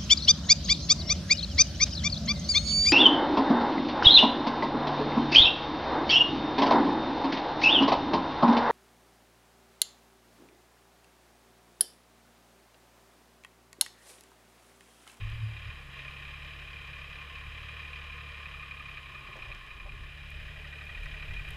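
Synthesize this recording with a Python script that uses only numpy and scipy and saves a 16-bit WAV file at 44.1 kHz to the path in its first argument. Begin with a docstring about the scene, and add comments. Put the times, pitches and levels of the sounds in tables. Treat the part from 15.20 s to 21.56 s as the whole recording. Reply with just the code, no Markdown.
"""Lorry yard, heard from a camera high above: a three-cylinder diesel forklift sets a pallet of blocks on a lorry bed.
The exhaust is summed sines on the firing rate; firing jolts ring noise-fed block and hydraulic pipe resonances.
Some firings knock hard and loose panels rattle once per engine cycle.
The load drags and clunks down, small metal parts tick as short noise bursts.
The camera mount shudders at a low note, mostly early on, and rumbles in gusts, over yard air, hiss and a thin whine."""
import sys
import numpy as np
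from scipy import signal
from scipy.fft import rfft, irfft
from scipy.io import wavfile
from scipy.ndimage import uniform_filter1d

SR = 44100
rng = np.random.default_rng(int(sys.argv[2]) if len(sys.argv) > 2 else 0)


def dump(signal):
    """Clip the signal to [-1, 1] and save it as 16-bit WAV at the path in sys.argv[1]."""
    limited = np.clip(np.atleast_2d(signal).T, -1, 1)
    pcm = np.round(limited * 32767).astype(np.int16)
    wavfile.write(sys.argv[1], SR, pcm)


N = 280476
TIME = np.arange(N) / SR

# engine speed: [t/s, firing rate/Hz]
SPEED_CURVE = [(0.0, 35.7), (0.44, 37.2), (0.73, 33.3), (1.08, 35.5), (2.01, 35.2), (2.42, 36.65),
               (3.14, 36.2), (3.56, 34.7), (3.96, 33.8), (4.23, 31.7), (4.59, 31.8), (4.8, 35.4),
               (5.3, 36.4), (5.82, 36.3), (6.36, 35.3)]
# engine effort, before the clatter and pump trims: [t/s, level/dB]
EFFORT_CURVE = [(0, -47), (0.25, -48.5), (0.48, -46), (0.67, -50.5), (0.77, -44), (1.0, -46.5), (2.2, -46),
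                (2.7, -45), (3.5, -47), (3.9, -48), (4.3, -46.5), (4.65, -50.5), (5.15, -47), (5.6, -47.5),
                (5.95, -46)]
# hydraulic load, re effort and before the pump trim: [t/s, level/dB]
PRESSURE_CURVE = [(0, -9.5), (2.2, -8.5), (3.1, -5.5), (4.3, -5), (4.7, -4.5), (5.05, -15)]
# engine block resonances: [f/Hz, width/Hz, relative level/dB]
BLOCK_MODES = [(398, 260, -19.5), (614, 137, -13), (1209, 100, -16.5), (1478, 190, -9.5), (1779, 217, -3),
               (1994, 326, -6), (2425, 165, 3.5), (2598, 345, -3.5), (3072, 414, -5), (3830, 350, -12),
               (4940, 790, -23), (6420, 690, -30.5)]
# hydraulic pump and pipe resonances: [f/Hz, width/Hz, relative level/dB]
PIPE_MODES = [(1071.4, 87, 5), (1200, 93, 2.5)]


def forklift(clatter_trim_db=-1.5, pump_trim_db=-3.5, pump_throb=0.72):
    """Exhaust, block clatter, knocks, pump and panels all follow the crank."""
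    rate_hz, = in_time(SPEED_CURVE)
    firings = np.cumsum(rate_hz) / SR   # running count
    effort_db, = in_time(EFFORT_CURVE)
    pressure_db, = in_time(PRESSURE_CURVE)
    force = firing_force(firings)

    clatter = rattle(force, BLOCK_MODES, lambda: valve_train(firings))
    clatter = from_db(effort_db + clatter_trim_db) * clatter
    pump_force = rms_one(1 + pump_throb * (force - 1))
    pump = from_db(effort_db + pressure_db + pump_trim_db) * rattle(pump_force, PIPE_MODES)
    return exhaust(firings, rate_hz) + clatter + knocks(firings) + pump + panels(firings)


# boom, re the boom level: [multiple of firing rate, level/dB]
BOOM_ORDERS = [(1, -7), (2, 2.5), (3, -12.5)]
# burr, re the burr curve: [multiple of firing rate, level/dB]
BURR_ORDERS = [(4, 1.5), (5, -17), (6, -22.5)]
# burr strength: [t/s, level/dB]
BURR_CURVE = [(0.2, -66), (0.85, -54.5), (1.15, -57.5), (2.4, -61), (4.1, -60), (4.45, -66), (5.1, -56.5),
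              (5.7, -58), (6.05, -55)]
# the boom weakens as the engine is dragged below working speed
WORKING_HZ, BOOM_DB, BOOM_DB_PER_HZ = 36, -51.5, 2.5


def exhaust(firings, rate_hz):
    """One puff per firing: phase-locked low multiples of the firing rate."""
    excess_hz = np.minimum(rate_hz - WORKING_HZ, 0.4)
    boom_db = BOOM_DB + BOOM_DB_PER_HZ * excess_hz
    burr_db, = in_time(BURR_CURVE)
    out = 0
    for group_db, orders in ((boom_db, BOOM_ORDERS), (burr_db, BURR_ORDERS)):
        for order, db in orders:
            tone = np.sqrt(2) * np.sin(2 * np.pi * order * firings)
            out = out + from_db(group_db + db) * tone
    return out


def firing_force(firings, fall_firings=0.53, steady=1.0, uneven_db=2.0, ignition_firings=0.22):
    """Each firing is a jolt of uneven size, decaying over steady gear noise."""
    turn = firings + 3 - ignition_firings   # +3 keeps the count positive
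    number = turn.astype(int)
    sizes = from_db(uneven_db * rng.standard_normal(number[-1] + 1))
    jolts = sizes[number] * np.exp(-(turn % 1) / fall_firings)
    return rms_one(steady + jolts)


def valve_train(firings, repeat=0.67):
    """Fine contact noise, part of which repeats every engine cycle (3 firings)."""
    cycle = (firings // 3).astype(int)
    samples_since_start = np.arange(N) - np.searchsorted(cycle, cycle)
    repeated = rng.standard_normal(N)[samples_since_start]
    return rms_one(repeat * repeated + rng.standard_normal(N))


# knocking spells: [start t/s, end t/s, cylinder 0-2, kick level/dB before scatter]
KNOCK_SPELLS = [(0.33, 0.49, 1, -33.5), (0.76, 1.08, 1, -33), (1.1, 2.28, 1, -37.5), (2.45, 3.7, 1, -36),
                (5.55, 6.3, 1, -36), (1.46, 2.55, 2, -44), (2.56, 3.2, 2, -37), (3.22, 3.99, 2, -32),
                (4.08, 4.36, 2, -33), (4.46, 4.73, 2, -36.5), (5.08, 5.72, 2, -40), (5.74, 6.3, 2, -37.5)]
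KNOCK_PLACE_FIRINGS = 0.29   # delay after the firing count ticks over
KNOCK_SCATTER_DB, SLAP_DB, SLAP_SCATTER_DB = 1.6, -3, 0.5


def hard_firings(firings):
    """A knocking cylinder strikes at one crank angle each cycle: rows (t/s, kick/dB, slap re kick/dB)."""
    number = np.arange(int(firings[-1]))
    times_s = np.interp(number + KNOCK_PLACE_FIRINGS, firings, TIME)
    luck = rng.standard_normal((len(number), 2))
    rows = []
    for start_s, end_s, cylinder, db in KNOCK_SPELLS:
        for n in number[round(cylinder)::3]:
            if start_s <= times_s[n] < end_s:
                kick_db = db + KNOCK_SCATTER_DB * luck[n, 0]
                slap_db = SLAP_DB + SLAP_SCATTER_DB * luck[n, 1]
                rows.append((times_s[n], kick_db, slap_db))
    return rows


# covers rattled by a knock: [f/Hz, width/Hz, relative level/dB]
COVER_MODES = [(1227, 100, 5), (1930, 710, -2.5), (2467, 280, 8.5), (2980, 840, -21), (3850, 400, -4)]


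def knocks(firings, ring_hz=2440, rattle_db=-13.0, decay_s=0.011, slap_s=0.0074):
    """A hard firing rings the block's main mode, slaps it once more and rattles the covers."""
    kicks, hard = np.zeros(N), hard_firings(firings)
    for s, db, slap_db in hard:
        kicks[int(s * SR)] = from_db(db)
        kicks[int((s + slap_s) * SR)] += from_db(db + min(slap_db, 0))
    ring = band(kicks, ring_hz - 65, ring_hz + 65)
    ring *= 0.55 * kicks.max() / np.abs(ring).max()
    shaking = signal.lfilter(np.ones(130) / 130, [1], blows(hard, decay_s))   # onset softened over 3 ms
    return ring + from_db(rattle_db) * rattle(shaking, COVER_MODES)


# loose parts: [start t/s, end t/s, place/firings, length/firings, f/Hz, width/Hz, full-swell rms level/dB]
LOOSE_PANELS = [(0.067, 3.8, 0.26, 0.39, 472, 40, -70.5), (5, 7.7, 0.18, 0.43, 446, 42, -69),
                (3.13, 4.43, 2.48, 0.25, 1216, 110, -63), (4.92, 6.25, 2.5, 1, 610, 78, -65)]
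# mast resonances: [f/Hz, width/Hz, full-swell rms level/dB]
MAST_MODES = [(1260, 100, -68), (1572, 41, -63.5), (1810, 250, -67), (1920, 56, -58)]
MAST_FROM_S, MAST_PLACE_FIRINGS, MAST_LENGTH_FIRINGS = 5.07, 2.35, 0.23


def panels(firings, fade_s=0.39, loose=0.31):
    """Loose panels and mast rattle in one burst per engine cycle, much the same each time."""
    mast = [(MAST_FROM_S, np.inf, MAST_PLACE_FIRINGS, MAST_LENGTH_FIRINGS, *mode) for mode in MAST_MODES]
    out = 0
    for start_s, end_s, place, length, hz, width_hz, db in list(LOOSE_PANELS) + mast:
        swell = np.clip(np.minimum(TIME - start_s, end_s - TIME) / fade_s, 0, 1)
        offset = (firings - place + 1.5) % 3 - 1.5   # firings from burst centre
        burst = rms_one(np.exp(-(offset / length) ** 2))
        mode = [(hz, width_hz, 0)]
        same = rms_one(rattle(burst, mode, lambda: valve_train(firings, repeat=17)))
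        varied = loose * rattle(burst, mode)
        out = out + from_db(db) * swell * rms_one(same + varied)
    return out


# load settling on the bed: [t/s, force level/dB]
LOAD_CLUNKS = [(4.08, -58), (4.152, -49), (4.247, -58), (4.29, -59), (4.655, -56)]
# pallet and bed resonances: [f/Hz, width/Hz, relative level/dB]
BED_MODES = [(367, 62, -0.5), (580, 150, 1.5), (810, 150, -1), (1500, 900, -28)]
# pallet drags as it settles and as the forks let go: [t/s, peak force level/dB, half-width/s]
PALLET_DRAGS = [(4.15, -60, 0.26), (4.72, -59, 0.2)]
# deep bed notes brought out by a drag: [f/Hz, width/Hz, relative level/dB]
GROAN_MODES = [(104, 22, 1), (195, 49, -12), (376, 77, -10.5)]


def load(decay_s=0.033):
    """Decaying blows clunk the pallet on the bed; smooth drags make the bed groan."""
    clunk = rattle(blows(LOAD_CLUNKS, decay_s), BED_MODES)
    groan = rattle(swells(PALLET_DRAGS), GROAN_MODES)
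    return clunk + groan


# sharp metal ticks, before the tick trim: [t/s, peak level/dB, lowest f/Hz, highest f/Hz]
SHARP_TICKS = [(0.101, -53, 6500, 11500), (4.167, -53, 5200, 8000), (4.349, -48.5, 3780, 7400),
               (4.466, -57, 4000, 9000), (5.104, -48, 7000, 13900), (5.858, -51, 4500, 9000),
               (6.289, -49, 7000, 14000), (6.307, -44, 5960, 12600)]
# faint ticks at random times, same trim
FAINT_FROM_S, FAINT_TO_S = 4.6, 6.3
FAINT_TICK_DB, FAINT_LOW_HZ, FAINT_HIGH_HZ = -56, 6200, 11400


def ticks(decay_s=0.001, trim_db=2.5, faint_count=4):
    """Metal on metal: very short, bright, band-limited noise snaps."""
    out, age_s = np.zeros(N), TIME[:SR // 40]
    faint_times_s = rng.uniform(FAINT_FROM_S, FAINT_TO_S, faint_count)
    faint = [(s, FAINT_TICK_DB, FAINT_LOW_HZ, FAINT_HIGH_HZ) for s in faint_times_s]
    for s, db, low_hz, high_hz in list(SHARP_TICKS) + faint:
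        noise = rng.standard_normal(len(age_s)) * np.exp(-age_s / decay_s)
        snap = band(noise, low_hz, high_hz)
        snap = from_db(db + trim_db) * snap / np.abs(snap).max()
        at = int(s * SR)
        out[at:at + len(age_s)] += snap[:N - at]
    return out


# gusts on the camera mount, before the rumble trim: [t/s, peak of rms level/dB, half-width/s]
MOUNT_GUSTS = [(0.06, -42, 0.15), (0.49, -47.5, 0.031), (2.27, -51.5, 0.05), (4.3, -48.5, .09),
               (4.72, -47.5, 0.21), (5.22, -50, 0.21), (5.85, -43.5, 0.12), (6.15, -41.5, 0.12),
               (6.34, -46.5, 0.097)]
BREEZE_DB = -58.5   # rumble between gusts, same trim
# shudders of the mount: jolts, and one swell driven by the engine at 2.35 s:
# [t/s, peak of rms level/dB, decay/s]
MOUNT_SHUDDERS = [(0.025, -36.5, 0.14), (0.14, -45.5, .08), (0.236, -31, 0.054), (0.485, -39.5, 0.011),
                  (2.35, -54, .35)]
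SHUDDER_RISE_S = 0.019
# rumble colour: [f/Hz, relative density/dB]
RUMBLE_SPECTRUM = [(15, -11), (28, -15), (36, 3), (41, 1), (47, -8), (56, -12), (75, -15.5), (110, -16),
                   (150, -35), (200, -40.5), (400, -43), (1000, -78)]
# mount creak resonances: [f/Hz, width/Hz, relative level/dB]
CREAK_MODES = [(4820, 190, 4), (7000, 390, -10), (10300, 1400, -14)]


def mount(rumble_trim_db=3.5, shudder_hz=109, wander_hz=3.0,
          creak_gain_db=-37.0, creak_scatter_db=3.8, creak_limit_db=-35.0):
    """Gusts sway the camera mount; when shaken it shudders at its own low note and creaks."""
    sway = np.hypot(from_db(BREEZE_DB), swells(MOUNT_GUSTS))
    rumble = coloured(RUMBLE_SPECTRUM)
    rumble /= np.sqrt(uniform_filter1d(rumble ** 2, size=SR // 10))   # sway alone sets its strength

    shake = 0
    for s, db, decay_s in MOUNT_SHUDDERS:
        fall = np.maximum((s - TIME) / SHUDDER_RISE_S, (TIME - s) / decay_s)
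        shake = shake + from_db(db) * np.exp(-fall)
    note_hz = shudder_hz + wander_hz * drift(8.5)
    note = np.sqrt(2) * np.sin(2 * np.pi * np.cumsum(note_hz) / SR)

    creak_gain = from_db(creak_gain_db + creak_scatter_db * drift(30))
    creak = rattle(np.minimum(shake, from_db(creak_limit_db)) * creak_gain, CREAK_MODES)
    return from_db(rumble_trim_db) * sway * rumble + shake * note + creak


# yard air and hiss colour: [f/Hz, relative density/dB]
AIR_SPECTRUM = [(30, -12), (150, 10), (250, -2.5), (400, -2), (600, -6), (800, -1.5), (1400, -3.5),
                (3000, -3.5), (4500, -14.5), (5800, -21.5), (7500, -18), (8500, -20.5), (11000, -22.5),
                (15000, -25.5)]
# yard air and hiss strength: [t/s, rms level/dB]
AIR_CURVE = [(0, -57), (1, -56.5), (4.2, -57.5), (4.65, -59), (4.95, -58.5), (5.3, -57), (6.36, -55)]


def yard_air():
    """Coloured noise whose level drifts slowly."""
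    air_db, = in_time(AIR_CURVE)
    return from_db(air_db) * coloured(AIR_SPECTRUM)


# camera electronics whine: [f/Hz, rms level/dB]
WHINE_TONES = [(5033, -80.5), (10045, -83), (10072, -94), (15079, -92)]


def whine(wander_hz=1.9):
    """Thin tones of steady level from the camera's electronics, wandering slightly in pitch."""
    out = 0
    for hz, db in WHINE_TONES:
        tone_hz = hz + wander_hz * drift(2.46)
        out = out + from_db(db) * np.sqrt(2) * np.sin(2 * np.pi * np.cumsum(tone_hz) / SR)
    return out


def from_db(db):
    """Decibels to gain."""
    return 10 ** (np.asarray(db) / 20)


def rms_one(x):
    """Scale to unit rms."""
    return x / np.sqrt(np.mean(x ** 2) + 1e-20)


def in_time(rows):
    """Each column of a curve, interpolated at every sample."""
    s, *columns = np.transpose(rows)
    return [np.interp(TIME, s, column) for column in columns]


def coloured(points):
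    """Steady noise with the given spectrum, straight lines in dB over log f; rms 1."""
    hz, db = np.transpose(points)
    bins_hz = np.maximum(np.arange(N // 2 + 1) * SR / N, 1)
    gain = from_db(np.interp(np.log(bins_hz), np.log(hz), db))
    return rms_one(irfft(rfft(rng.standard_normal(N)) * gain, N))


def drift(rate_hz):
    """Slow random signal, mostly below rate_hz; rms 1."""
    bins_hz = np.arange(N // 2 + 1) * SR / N
    return rms_one(irfft(rfft(rng.standard_normal(N)) / (1 + (bins_hz / rate_hz) ** 4), N))


def band(x, low_hz, high_hz):
    """Causal band-pass."""
    edges_hz = [max(low_hz, 10), min(high_hz, SR / 2 - 100)]
    return signal.sosfilt(signal.butter(2, edges_hz, "band", fs=SR, output="sos"), x + 1e-18)


def rattle(force, resonances, grain=None):
    """A rough force shakes each resonance with its own noise; steady force 1 gives about rms 1."""
    grain = grain or (lambda: rng.standard_normal(N))
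    out, power = 0, 0
    for hz, width_hz, db in resonances:
        out = out + from_db(db) * band(force * grain(), hz - width_hz / 2, hz + width_hz / 2)
        power += from_db(db) ** 2 * width_hz * 2 / SR
    return out / np.sqrt(power)


def blows(rows, decay_s):
    """A force that jumps at each (t/s, level/dB) row and decays exponentially."""
    hits = np.zeros(N)
    for s, db, *rest in rows:
        hits[int(s * SR)] += from_db(db)
    return signal.lfilter([1], [1, -np.exp(-1 / (decay_s * SR))], hits + 1e-18)


def swells(rows):
    """Smooth swells, rows (t/s, peak level/dB, half-width/s), added in power."""
    power = 0
    for s, db, width_s in rows:
        power = power + (from_db(db) * np.exp(-((TIME - s) / width_s) ** 2)) ** 2
    return np.sqrt(power)


def later(x, delay_s):
    """Pure delay."""
    return np.interp(TIME - delay_s, TIME, x, left=0)


def scene(side_db=-32.0, side_delay_s=0.031, side_noise_db=-92.0):
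    """Central mix; a faint delayed copy and very faint noise, opposite in sign left and right, give slight width."""
    yard = forklift() + load() + ticks() + yard_air()
    delayed = from_db(side_db) * band(later(yard, side_delay_s), 160, 15000)
    side_noise = from_db(side_noise_db) * coloured(RUMBLE_SPECTRUM)
    side = delayed + side_noise
    return yard + mount() + whine() + side * np.array([[1], [-1]])


CUTOFF_HZ = 15250


def record(dry):
    """Steep elliptic low-pass: 0.1 dB ripple, 80 dB stop band."""
    return signal.sosfilt(signal.ellip(12, 0.1, 80, CUTOFF_HZ, fs=SR, output="sos"), dry)


dry = scene()
out = record(dry)
dump(out)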